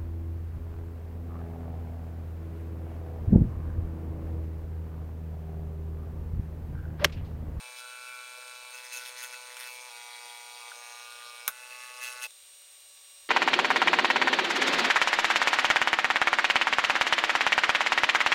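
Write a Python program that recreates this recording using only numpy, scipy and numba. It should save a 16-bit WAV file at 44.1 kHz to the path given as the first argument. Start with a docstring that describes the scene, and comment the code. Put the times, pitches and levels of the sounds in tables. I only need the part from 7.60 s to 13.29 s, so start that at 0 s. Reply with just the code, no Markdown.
"""Stepper-driven screw press

A stepper motor drives a press of wood, threaded rods and plastic jaws, close to a microphone.
Each step is a knock filtered by the frame, with noise for gear grind; loose parts rattle in bursts.
The specimen ticks and cracks as noise bursts through jaw resonances, over a faint unsteady low noise.
The motor stops; a small fan, summed blade tones over shaped noise, whines on."""
import sys
import numpy as np
from scipy import signal
from scipy.fft import rfft, irfft, next_fast_len
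from scipy.io import wavfile
from scipy.ndimage import uniform_filter1d
from numba import njit

SR = 44100
rng = np.random.default_rng(int(sys.argv[2]) if len(sys.argv) > 2 else 0)


def persist_wave(psi):
    """Save psi, clipped to +-1, as 16-bit WAV."""
    counts = np.round(np.clip(psi, -1, 1) * 32767).astype(np.int16)
    wavfile.write(sys.argv[1], SR, np.atleast_2d(counts).T)


N = 250929
T = np.arange(N) / SR

# motor stages, the frame settling differently in each: start_s, end_s, step_rate_hz
MOTOR_STAGES = [(.0006, 1.1294, 124.02), (1.1294, 2.2984, 124.02), (2.2984, 3.1141, 120.15),
                (3.1141, 3.8806, 120.15), (3.8806, 4.668, 124.02)]
# ticks of the specimen, the third is the crack:
# start_s, peak_db, tail_t60_s, tail_share (ratio), struck_centre_hz, reach_octaves
FRACTURES = [(1.9681, -23.5, 0.065, 0.58, 3220, 1.05), (3.117, -33.5, .05, .6, 1570, 0.18),
             (3.8785, -8, 0.063, 1, 3980, 3.6), (4.7065, -38, .03, .3, 4500, 0.9),
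             (5.019, -40, .02, .2, 6000, 4.6), (5.2044, -39, .03, .3, 8000, 0.61)]
CRACK_S = FRACTURES[2][0]
LAST_STAGE_S, MOTOR_STOP_S = MOTOR_STAGES[-1][:2]


def undb(db):
    """Decibels to amplitude ratio."""
    return 10 ** (np.asarray(db) / 20)


def unit(x):
    """Scale to rms 1."""
    return x / np.sqrt(np.mean(x ** 2))


def columns(table):
    """Table columns interpolated over time, one value per sample."""
    time_s, *values = np.transpose(table)
    return [np.interp(T, time_s, v) for v in values]


def walk(rate_hz):
    """Random levels held 1 / rate_hz and slewed twice; spread near 1."""
    hold = int(SR / rate_hz)
    held = np.repeat(rng.standard_normal(N // hold + 1), hold)
    return 1.307 * uniform_filter1d(uniform_filter1d(held, hold), hold)[:N]


def response(points, size=8192):
    """Minimum-phase impulse response through (Hz, dB) points, from the folded cepstrum."""
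    hz, db = np.transpose(points)
    grid_hz = np.maximum(np.arange(size // 2 + 1), 1) * SR / size
    cepstrum = irfft(np.interp(np.log(grid_hz), np.log(hz), db) * np.log(10) / 20)
    cepstrum[1:size // 2] *= 2
    cepstrum[size // 2 + 1:] = 0
    return irfft(np.exp(rfft(cepstrum)))[:size // 2]


def filtered_noise(order, cutoff_hz):
    """Low-passed white noise."""
    sos = signal.butter(order, cutoff_hz, fs=SR, output="sos")
    return signal.sosfilt(sos, rng.standard_normal(N))


def rumble():
    """Faint unsteady low noise, stronger until the motor stops; the crack jolts it."""
    deep_noise, low_noise = unit(filtered_noise(4, 70)), unit(filtered_noise(4, 280))
    low_noise_level = undb(-98 + 10 * np.minimum(walk(55), 1.7) - 20 * (T > MOTOR_STOP_S))
    age_s, jolt_t60_s = np.maximum(T - CRACK_S, 0), 0.11
    jolt = undb(-60) * (age_s > 0) * undb(-60 * age_s / jolt_t60_s)
    sway_db = 2.4 * walk(14)
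    return deep_noise * undb(-86.5 + sway_db) + low_noise * (low_noise_level + jolt)


def fan():
    """Harmonics of a slightly wavering blade rate, the 15th being the whine, over the rush of air."""
    # whine: time_s, whine_hz (15 x blade rate), whine_db
    whine_curve = [(0.0, 8740, -49), (0.47, 8596, -53), (2.84, 8660, -51), (4.01, 8620, -54.5),
                   (4.64, 8620, -54.5), (4.9, 8586, -52), (5.69, 8500, -51.5)]
    # tones: multiple of blade rate (ratio), level_db against the whine
    blade_tones = [(1, -26), (2, -25), (4, -24), (5, -15.5), (7, -18), (9, -22.5), (10, -14), (11, -21),
                   (12, -16), (15, -4.5), (16, -17.5), (20, -27.5), (23, -68), (25, -22)]
    # level of all tones but the whine: they swell while the motor runs, then drop back
    # as it stops: time_s, change_db
    body_curve = [(0, -4.5), (4.6, 4), (4.75, -1), (5.69, 0.5)]
    # spectral shape of the air noise: pitch_hz, relative density_db per Hz
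    air_shape = [(100, -125), (200, -130), (320, -110), (500, -99), (1200, -100), (2000, -96.5),
                 (2500, -92.5), (3100, -93.5), (3700, -87.5), (4600, -94), (6000, -98.5), (8500, -91),
                 (9500, -98.5), (12000, -100), (15700, -99)]
    air_db = -55.5

    whine_hz, whine_db = columns(whine_curve)
    body_db, = columns(body_curve)
    blade_hz = whine_hz / 15 * (1 + 0.000745 * walk(30))
    turn = 2 * np.pi * np.cumsum(blade_hz) / SR
    tones = np.zeros(N)
    for k, db in blade_tones:
        tone_db = db + (k != 15) * body_db + 0.96 * walk(25.41)
        tones += undb(tone_db) * np.sin(k * turn + 2 * np.pi * rng.random())
    air = unit(signal.fftconvolve(rng.standard_normal(N), response(air_shape))[:N])
    return np.sqrt(2) * tones * undb(whine_db) + air * undb(air_db + 0.09 * walk(5.7))


def ring(x, modes):
    """Sum of parallel resonances (Hz, width Hz, dB)."""
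    return sum(undb(db) * signal.lfilter(*signal.iirpeak(hz, hz / width_hz, SR), x)
               for hz, width_hz, db in modes)


def ticks():
    """A sharp break, a burst of tearing fibres and a scattered tail ring the jaws."""
    # jaw and specimen modes, before weighting by distance from the struck centre:
    # pitch_hz, width_hz, level_db
    jaw_modes = [(597, 500, -14), (860, 58, -4), (1270, 180, -1), (1480, 95, 9), (2000, 540, -12),
                 (2300, 490, -9.5), (3560, 440, -8), (5350, 1000, -13.5), (6570, 700, -9.5),
                 (9700, 1300, -7), (12600, 2900, -2.5), (15400, 1800, -21)]
    high_pass = signal.butter(3, 450, "high", fs=SR, output="sos")
    out = np.zeros(N)
    age_s = np.arange(SR // 5) / SR
    for start_s, peak_db, t60_s, tail_share, centre_hz, reach_oct in FRACTURES:
        envelope = np.exp(-(age_s / 0.0015) ** 4) + tail_share * undb(-60 * age_s / t60_s)
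        burst = envelope * np.minimum(age_s / .0003, 1) * rng.standard_normal(len(age_s))
        burst[20] += 5.5  # the sharp break
        struck = [(hz, width_hz, db - 12 * (np.log2(hz / centre_hz) / reach_oct) ** 2)
                  for hz, width_hz, db in jaw_modes]
        hit = signal.sosfilt(high_pass, ring(burst, struck))
        i = int(start_s * SR)
        out[i:i + len(age_s)] += undb(peak_db) * hit / np.abs(hit).max()
    return out


def steps(start_s, end_s, rate_hz, jitter_s, scatter_db):
    """One band-limited knock per step, a little uneven in time and size."""
    at_s = np.arange(start_s, end_s, 1 / rate_hz)
    chance = rng.standard_normal((len(at_s), 2))
    place = np.maximum((at_s + jitter_s * chance[:, 0]) * SR, 8)
    taps = place.astype(int)[:, None] + np.arange(-8, 9)
    offset = taps - place[:, None]
    # windowed sinc places each knock between samples
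    knocks = undb(scatter_db * chance[:, 1:]) * np.sinc(offset) * np.cos(np.pi * offset / 18) ** 2
    out = np.zeros(N)
    np.add.at(out, taps, knocks)
    return out


def spread(h, spread_s):
    """Sound leaves the frame at many places: each frequency arrives with its own lag."""
    size = 2 * len(h)
    lag = np.repeat(rng.random(64), size // 128)
    smooth_lag_s = uniform_filter1d(lag, size // 128) * spread_s
    phase = np.cumsum(smooth_lag_s) * 2 * np.pi * SR / size
    return irfft(rfft(h, size) * np.exp(-1j * np.append(0, phase)))[:len(h)]


def parts(x, span):
    """Split into the bands where the frame parts ring, each at rms 1 over the span."""
    # band edges of the parts, low to high: edge_hz
    part_edges_hz = [310, 680, 1050, 1280, 1600, 2150, 2450, 2850, 3700, 4700, 5900, 8300, 12000, 16000]
    size = next_fast_len(N)
    spectrum, hz = rfft(x, size), np.arange(size // 2 + 1) * SR / size
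    below = [1 / (1 + np.exp(np.clip((hz - edge_hz) / 15, -50, 50))) for edge_hz in part_edges_hz]
    out = np.array([irfft(spectrum * (hi - lo), size)[:N] for lo, hi in zip(below, below[1:])])
    return out / np.sqrt(np.mean(out[:, span] ** 2, axis=1, keepdims=True))


def edge(since_s, width_s):
    """Smooth switch from 0 to 1 around since_s = 0."""
    return .5 + .5 * np.tanh(since_s / width_s / 2)


def ringing():
    """Level of every part in dB: settled level, slack near the crack, rattle bursts, wander, stop."""
    # level_db per motor stage, before slack; rows: table, screw, rods, motor can, housing,
    # coupling, jaws, washers, nuts
    settled_db = [(-63.5, -62, -65.5, -64.5, -61), (-61.5, -59.5, -59.5, -64.5, -53.5),
                  (-54.0, -56.0, -57, -56, -49), (-58.5, -58.5, -56.5, -60, -57.5),
                  (-57.0, -56.5, -55.5, -56.5, -57), (-61.5, -59.5, -59.5, -60.5, -57.5),
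                  (-61.5, -58.5, -60.5, -65, -58.5), (-61.5, -60.5, -61.5, -63, -54),
                  (-72, -69, -69.5, -76, -67)]
    # hum carried by parts as the load shifts: time_s, beam_db, crossbar_db, plates_db, gearbox_db
    hum_curve = [(0.0, -56.5, -59, -60, -51.5), (0.17, -59.5, -62, -61.5, -54),
                 (0.22, -61, -63.5, -49.5, -58), (0.55, -61.5, -60.5, -50.5, -50),
                 (1.1, -59.5, -62, -57.5, -53.5), (1.35, -57.5, -63, -56, -54.5),
                 (1.95, -56.0, -60, -58.5, -57), (2.08, -57, -60, -61.0, -52), (2.12, -55.5, -61, -70, -49),
                 (2.3, -54.5, -62.0, -58.5, -55), (2.33, -53, -60.5, -58.5, -53),
                 (2.95, -54.0, -62, -61, -54.5), (3.05, -55.5, -55.5, -62, -55.0),
                 (3.35, -55.5, -56.5, -58.5, -54.5), (3.6, -61.5, -54.5, -57.0, -59),
                 (3.87, -56.5, -55.5, -57, -52.5), (3.92, -60.5, -64.0, -55, -66),
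                 (4.2, -60.0, -54.5, -62, -58.5), (4.6, -57, -54, -52, -59),
                 (4.67, -55.5, -56.5, -58, -60.5)]
    # bursts, before each part's share: start_s, length_s, plates_db, screw_db,
    # gearbox_and_rods_db, housing_db, jaws_db, washers_and_nuts_db
    rattle_bursts = [(0.168, 0.048, -70.0, -70.0, -68, -49.5, -58.5, -53),
                     (0.463, 0.043, -68, -70.0, -47.0, -66, -68, -64),
                     (1.141, 0.017, -52, -52, -43.5, -58, -47, -51),
                     (1.175, 0.026, -70.0, -50, -47, -51.5, -60, -56),
                     (1.244, 0.013, -70.0, -49, -52, -51.0, -49, -49),
                     (1.32, 0.077, -55, -60.5, -43, -51, -46.5, -48.5),
                     (1.401, 0.044, -50.5, -54, -51.0, -52, -59, -52),
                     (1.453, 0.044, -59, -51, -46.5, -46.5, -47.5, -48),
                     (1.569, 0.059, -65, -50, -72, -47.5, -51.0, -51.0),
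                     (1.623, 0.045, -48.5, -49, -49.0, -50.5, -47.5, -46.5),
                     (1.725, 0.038, -49.5, -49, -49.5, -55, -49, -55),
                     (1.977, 0.11, -59, -55, -54, -53, -62, -52),
                     (2.068, 0.098, -72, -65, -52.5, -64, -67, -53),
                     (3.139, 0.314, -73, -64, -74, -68, -56.5, -66),
                     (3.47, 0.38, -74, -78, -59, -59.0, -70.0, -72),
                     (4.02, 0.038, -70.0, -62.5, -52, -70.0, -70.0, -70.0),
                     (4.112, 0.031, -70.0, -59, -39.5, -70.0, -66.0, -59),
                     (4.205, 0.045, -70.0, -54.5, -47.5, -56, -56, -60.5),
                     (4.414, 0.085, -55, -51.5, -38.0, -47.0, -47, -47),
                     (4.505, 0.032, -68.0, -58, -57, -48, -53.0, -54.5),
                     (4.619, 0.04, -51, -49, -39, -43, -47.5, -42.5)]
    # for each part from the plates up: burst level column (index)
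    burst_column = [0, 1, 2, 2, 3, 3, 3, 4, 5, 5]
    # how strongly its burst shakes each part from the plates up: share_db
    burst_share_db = [2.6, 0.2, -17.5, 0.1, -3, -5, -4, -1.1, -0.6, -6]
    # slow wander of each part, low to high: spread_db
    wander_spread_db = [0.8, 0.92, 1.8, 1.3, 1.9, 1.5, 1.36, 0.79, 1.24, 0.89, 1.1, 0.65, 0.5]
    slack_db, tighten_s = -8, 0.33
    rise_s, fall_s = 0.0052, .010
    stop_db_per_s = -900

    stage = np.searchsorted([s[0] for s in MOTOR_STAGES[1:]], T)
    since_s = T - LAST_STAGE_S
    # goes slack as the last stage starts, then tightens again
    slack = slack_db * (since_s > 0) * np.exp(-np.abs(since_s) / tighten_s)
    table, screw, *rest = np.array(settled_db)[:, stage] + slack
    beam, crossbar, plates, gearbox = columns(hum_curve)
    power = undb([table, beam, crossbar, plates, screw, gearbox, *rest]) ** 2
    shake = 0
    for start_s, length_s, *db in rattle_bursts:
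        gate = edge(T - start_s, rise_s) * edge(start_s + length_s - T, fall_s)
        shake = shake + undb(db)[:, None] ** 2 * gate ** 2
    power[3:] += undb(burst_share_db)[:, None] ** 2 * shake[burst_column]
    wander = [db * walk(25) for db in wander_spread_db]
    return 10 * np.log10(power) + wander + stop_db_per_s * np.maximum(T - MOTOR_STOP_S, 0)


def motor():
    """Clean knocks through the frame, plus gear grind that flares after each step."""
    # what a step rings with, one table per stage: multiple of step rate (ratio), relative level_db
    taking_up = [(1, -46), (2, -42), (3, -23), (4, -8), (5, -7.5), (6, -40), (7, -18), (8, -25.5), (9, -2),
                 (10, -10.5), (11, 4), (12, 3), (13, -13), (14, -17), (15, -22), (16, -16), (17, -16.5),
                 (18, 1), (19, 6.5), (20, -20), (21, 2), (22, -11), (23, -45), (24, -2.5), (25, -23),
                 (26, -25), (27, -2.5), (28, -15), (29, -9), (30, -8), (31, -10), (32, 0.5), (33, -11),
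                 (34, -21), (35, -5), (36, -6), (37, -21), (38, -18), (39, -21), (40, -31), (41, -12),
                 (42, -17), (43, -30), (44, -17), (45, -26), (46, -18), (47, -20), (48, -29), (49, -12),
                 (50, -22), (51, -10), (52, -25), (53, -22), (54, -7), (55, -18), (56, -20)]
    loading = [(1, -44), (2, -27), (3, -14.5), (4, 4), (5, 0), (6, -26), (7, -11.5), (8, -13), (9, -21.5),
               (10, -24.5), (11, 11.5), (12, 17), (13, -14), (14, -14.5), (15, -12.5), (16, -11.5),
               (17, -14.5), (18, -1), (19, 0), (20, 2), (21, 17), (22, 4), (23, -9), (24, -18), (25, -14),
               (26, -23), (27, -7), (28, -19), (29, -9), (30, -13), (31, -20), (32, -6.5), (33, -36),
               (34, -8.5), (35, -16), (36, -9.5), (37, -15), (38, -17), (39, -12.5), (40, -26), (41, -9),
               (42, -11), (43, -23), (44, -13), (45, -12), (46, -20), (47, -12), (48, -15), (49, -21),
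               (50, 0), (51, -19), (52, -3), (53, -2), (54, -12), (55, -17), (56, -8)]
    straining = [(1, -25), (2, -31), (3, -32), (4, -8), (5, -15), (6, 1.5), (7, 10.5), (8, 10), (9, -18.5),
                 (10, -13), (11, -13), (12, -2), (13, -9), (14, -18), (15, -14), (16, -13), (17, -9),
                 (18, -9), (19, 5), (20, -8), (21, -9.5), (22, -17), (23, -17), (24, -24), (25, -16),
                 (26, -13), (27, -9), (28, 1), (29, -30), (30, -5), (31, -5), (32, 4.5), (33, -8),
                 (34, 0.5), (35, -10), (36, -5), (37, 2.5), (38, -11), (39, -2), (40, -32), (41, -30),
                 (42, -13), (43, -20), (44, -13), (45, -20), (46, -24), (47, -30), (48, -25), (49, -35),
                 (50, -4), (51, -20), (52, -16), (53, -10), (54, -8), (55, -26), (56, -11)]
    yielding = [(1, -36), (2, -38), (3, -21.5), (4, -2.5), (5, -4), (6, -19), (7, -13.5), (8, -15.5),
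                (9, -3.5), (10, 12), (11, -16.5), (12, -1), (13, -11), (14, -17), (15, -18), (16, -15),
                (17, -21), (18, -14), (19, -2), (20, -13), (21, 7), (22, 3), (23, 2.5), (24, -29),
                (25, -16), (26, -16), (27, -25), (28, -11), (29, -28), (30, -15), (31, -11), (32, -1),
                (33, -11), (34, -3), (35, -4), (36, -9), (37, -5), (38, -16), (39, -11), (40, -24),
                (41, -7), (42, -10), (43, -2), (44, -16), (45, -18), (46, -1), (47, -22), (48, -13),
                (49, -19), (50, -11), (51, -8), (52, -11), (53, -14), (54, 0), (55, -26), (56, -20)]
    released = [(1, -70), (2, -34), (3, -28), (4, -9), (5, -9), (6, -41.5), (7, -13), (8, -43), (9, 6),
                (10, 4), (11, 8), (12, 13), (13, -9.5), (14, -3), (15, -16), (16, -3.5), (17, -5.5),
                (18, -17), (19, -18), (20, -4), (21, 12), (22, 4), (23, -10), (24, -28), (25, -17),
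                (26, -24), (27, -20), (28, -15.5), (29, -23), (30, -25), (31, -13), (32, -8), (33, -20),
                (34, -19), (35, -8), (36, -26), (37, -20), (38, -15), (39, -28), (40, -25), (41, -16),
                (42, -40), (43, -25), (44, -16), (45, -20), (46, -18), (47, -36), (48, -23), (49, -17),
                (50, -17), (51, -40), (52, -15), (53, -12), (54, -16), (55, -31), (56, -22)]
    # treble of a step, before its offset: pitch_hz, density_db per Hz
    buzz_shape = [(4120, -34), (7000, -4), (7940, -19), (8220, -49), (8330, -0.5), (8880, -3), (9160, -5.5),
                  (10800, -3), (12400, -12), (14600, -11), (15800, -14.5)]
    buzz_offset_db = -4
    # gear grind against the clean knock, per part, before rattling: level_db
    grind_base_db = [-15.5, -14.5, -14, -10.5, -6.5, -12, -9, -4, -9, -2.5, -4.5, -2, 2]
    # grind added per dB of washer rattle, less below the motor can than from it up: slope (dB/dB)
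    grind_per_rattle = np.repeat([.05, .36], [7, 6])[:, None]
    # change of each part from one step to the next: spread_db
    uneven_spread_db = [2.06, 0.25, 0.76, 0.54, 1.4, 0.71, 0.96, 0.67, 0.56, 1.2, 1.1, 1.6, 0.83]

    levels_db = ringing()
    # loose parts roughen the whole frame while they rattle
    washer_rattle_db = np.clip(levels_db[-2] + 66.5, 0, 15)
    grind = undb(np.array(grind_base_db)[:, None] + grind_per_rattle * washer_rattle_db)
    treble = [(hz, db + buzz_offset_db) for hz, db in buzz_shape if hz > 7200]
    out = np.zeros((len(grind_base_db), N))
    stage_orders = (taking_up, loading, straining, yielding, released)
    for (start_s, end_s, rate_hz), orders in zip(MOTOR_STAGES, stage_orders):
        k, db = np.transpose(orders)
        frame = spread(response(list(zip(k * rate_hz, db)) + treble), 0.001153)
        # the grind is noise that flares after each step, through a slightly smoothed frame response
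        smooth_db = 0.79 * db + 0.21 * uniform_filter1d(db, size=3)
        smooth_frame = response(list(zip(k * rate_hz, smooth_db)) + treble)
        span = (T >= start_s) & (T < end_s)
        step_age_s = (T - start_s) % (1 / rate_hz)
        flare = .42 + np.exp(-step_age_s / .002) * undb(3.5 * walk(120))
        knocks = steps(start_s, end_s - .002, rate_hz, 1.2e-5, 0.18)
        scrape = span * flare * rng.standard_normal(N)
        knock_parts = parts(signal.fftconvolve(knocks, frame)[:N], span)
        scrape_parts = parts(signal.fftconvolve(scrape, smooth_frame)[:N], span)
        out += (knock_parts + grind * scrape_parts) / np.sqrt(1 + grind ** 2)
    uneven_db = [db * walk(120) for db in uneven_spread_db]
    return np.sum(out * undb(levels_db) * undb(uneven_db), axis=0)


def scene():
    """Sum of all sources, one channel."""
    return (motor() + fan() + ticks() + rumble())[None]


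@njit
def follow(x, attack, release):
    """Peak follower: quick up, slow down."""
    e, out = 0., np.empty(len(x))
    for i in range(len(x)):
        e += (abs(x[i]) - e) * (attack if abs(x[i]) > e else release)
        out[i] = e
    return out


def record(dry):
    """Gain control halves the dB excess of peaks over a threshold; a steep low-pass ends the treble."""
    attack_s, release_s, threshold_db, top_hz = 0.0017, .06, -26, 15850
    peak = follow(dry[0], 1 / (attack_s * SR), 1 / (release_s * SR))
    gain = np.minimum(undb(threshold_db) / (peak + 1e-9), 1) ** .5
    low_pass = signal.ellip(10, .2, 70, top_hz, fs=SR, output="sos")
    return signal.sosfilt(low_pass, dry * gain)


dry = scene()
out = record(dry)
persist_wave(out)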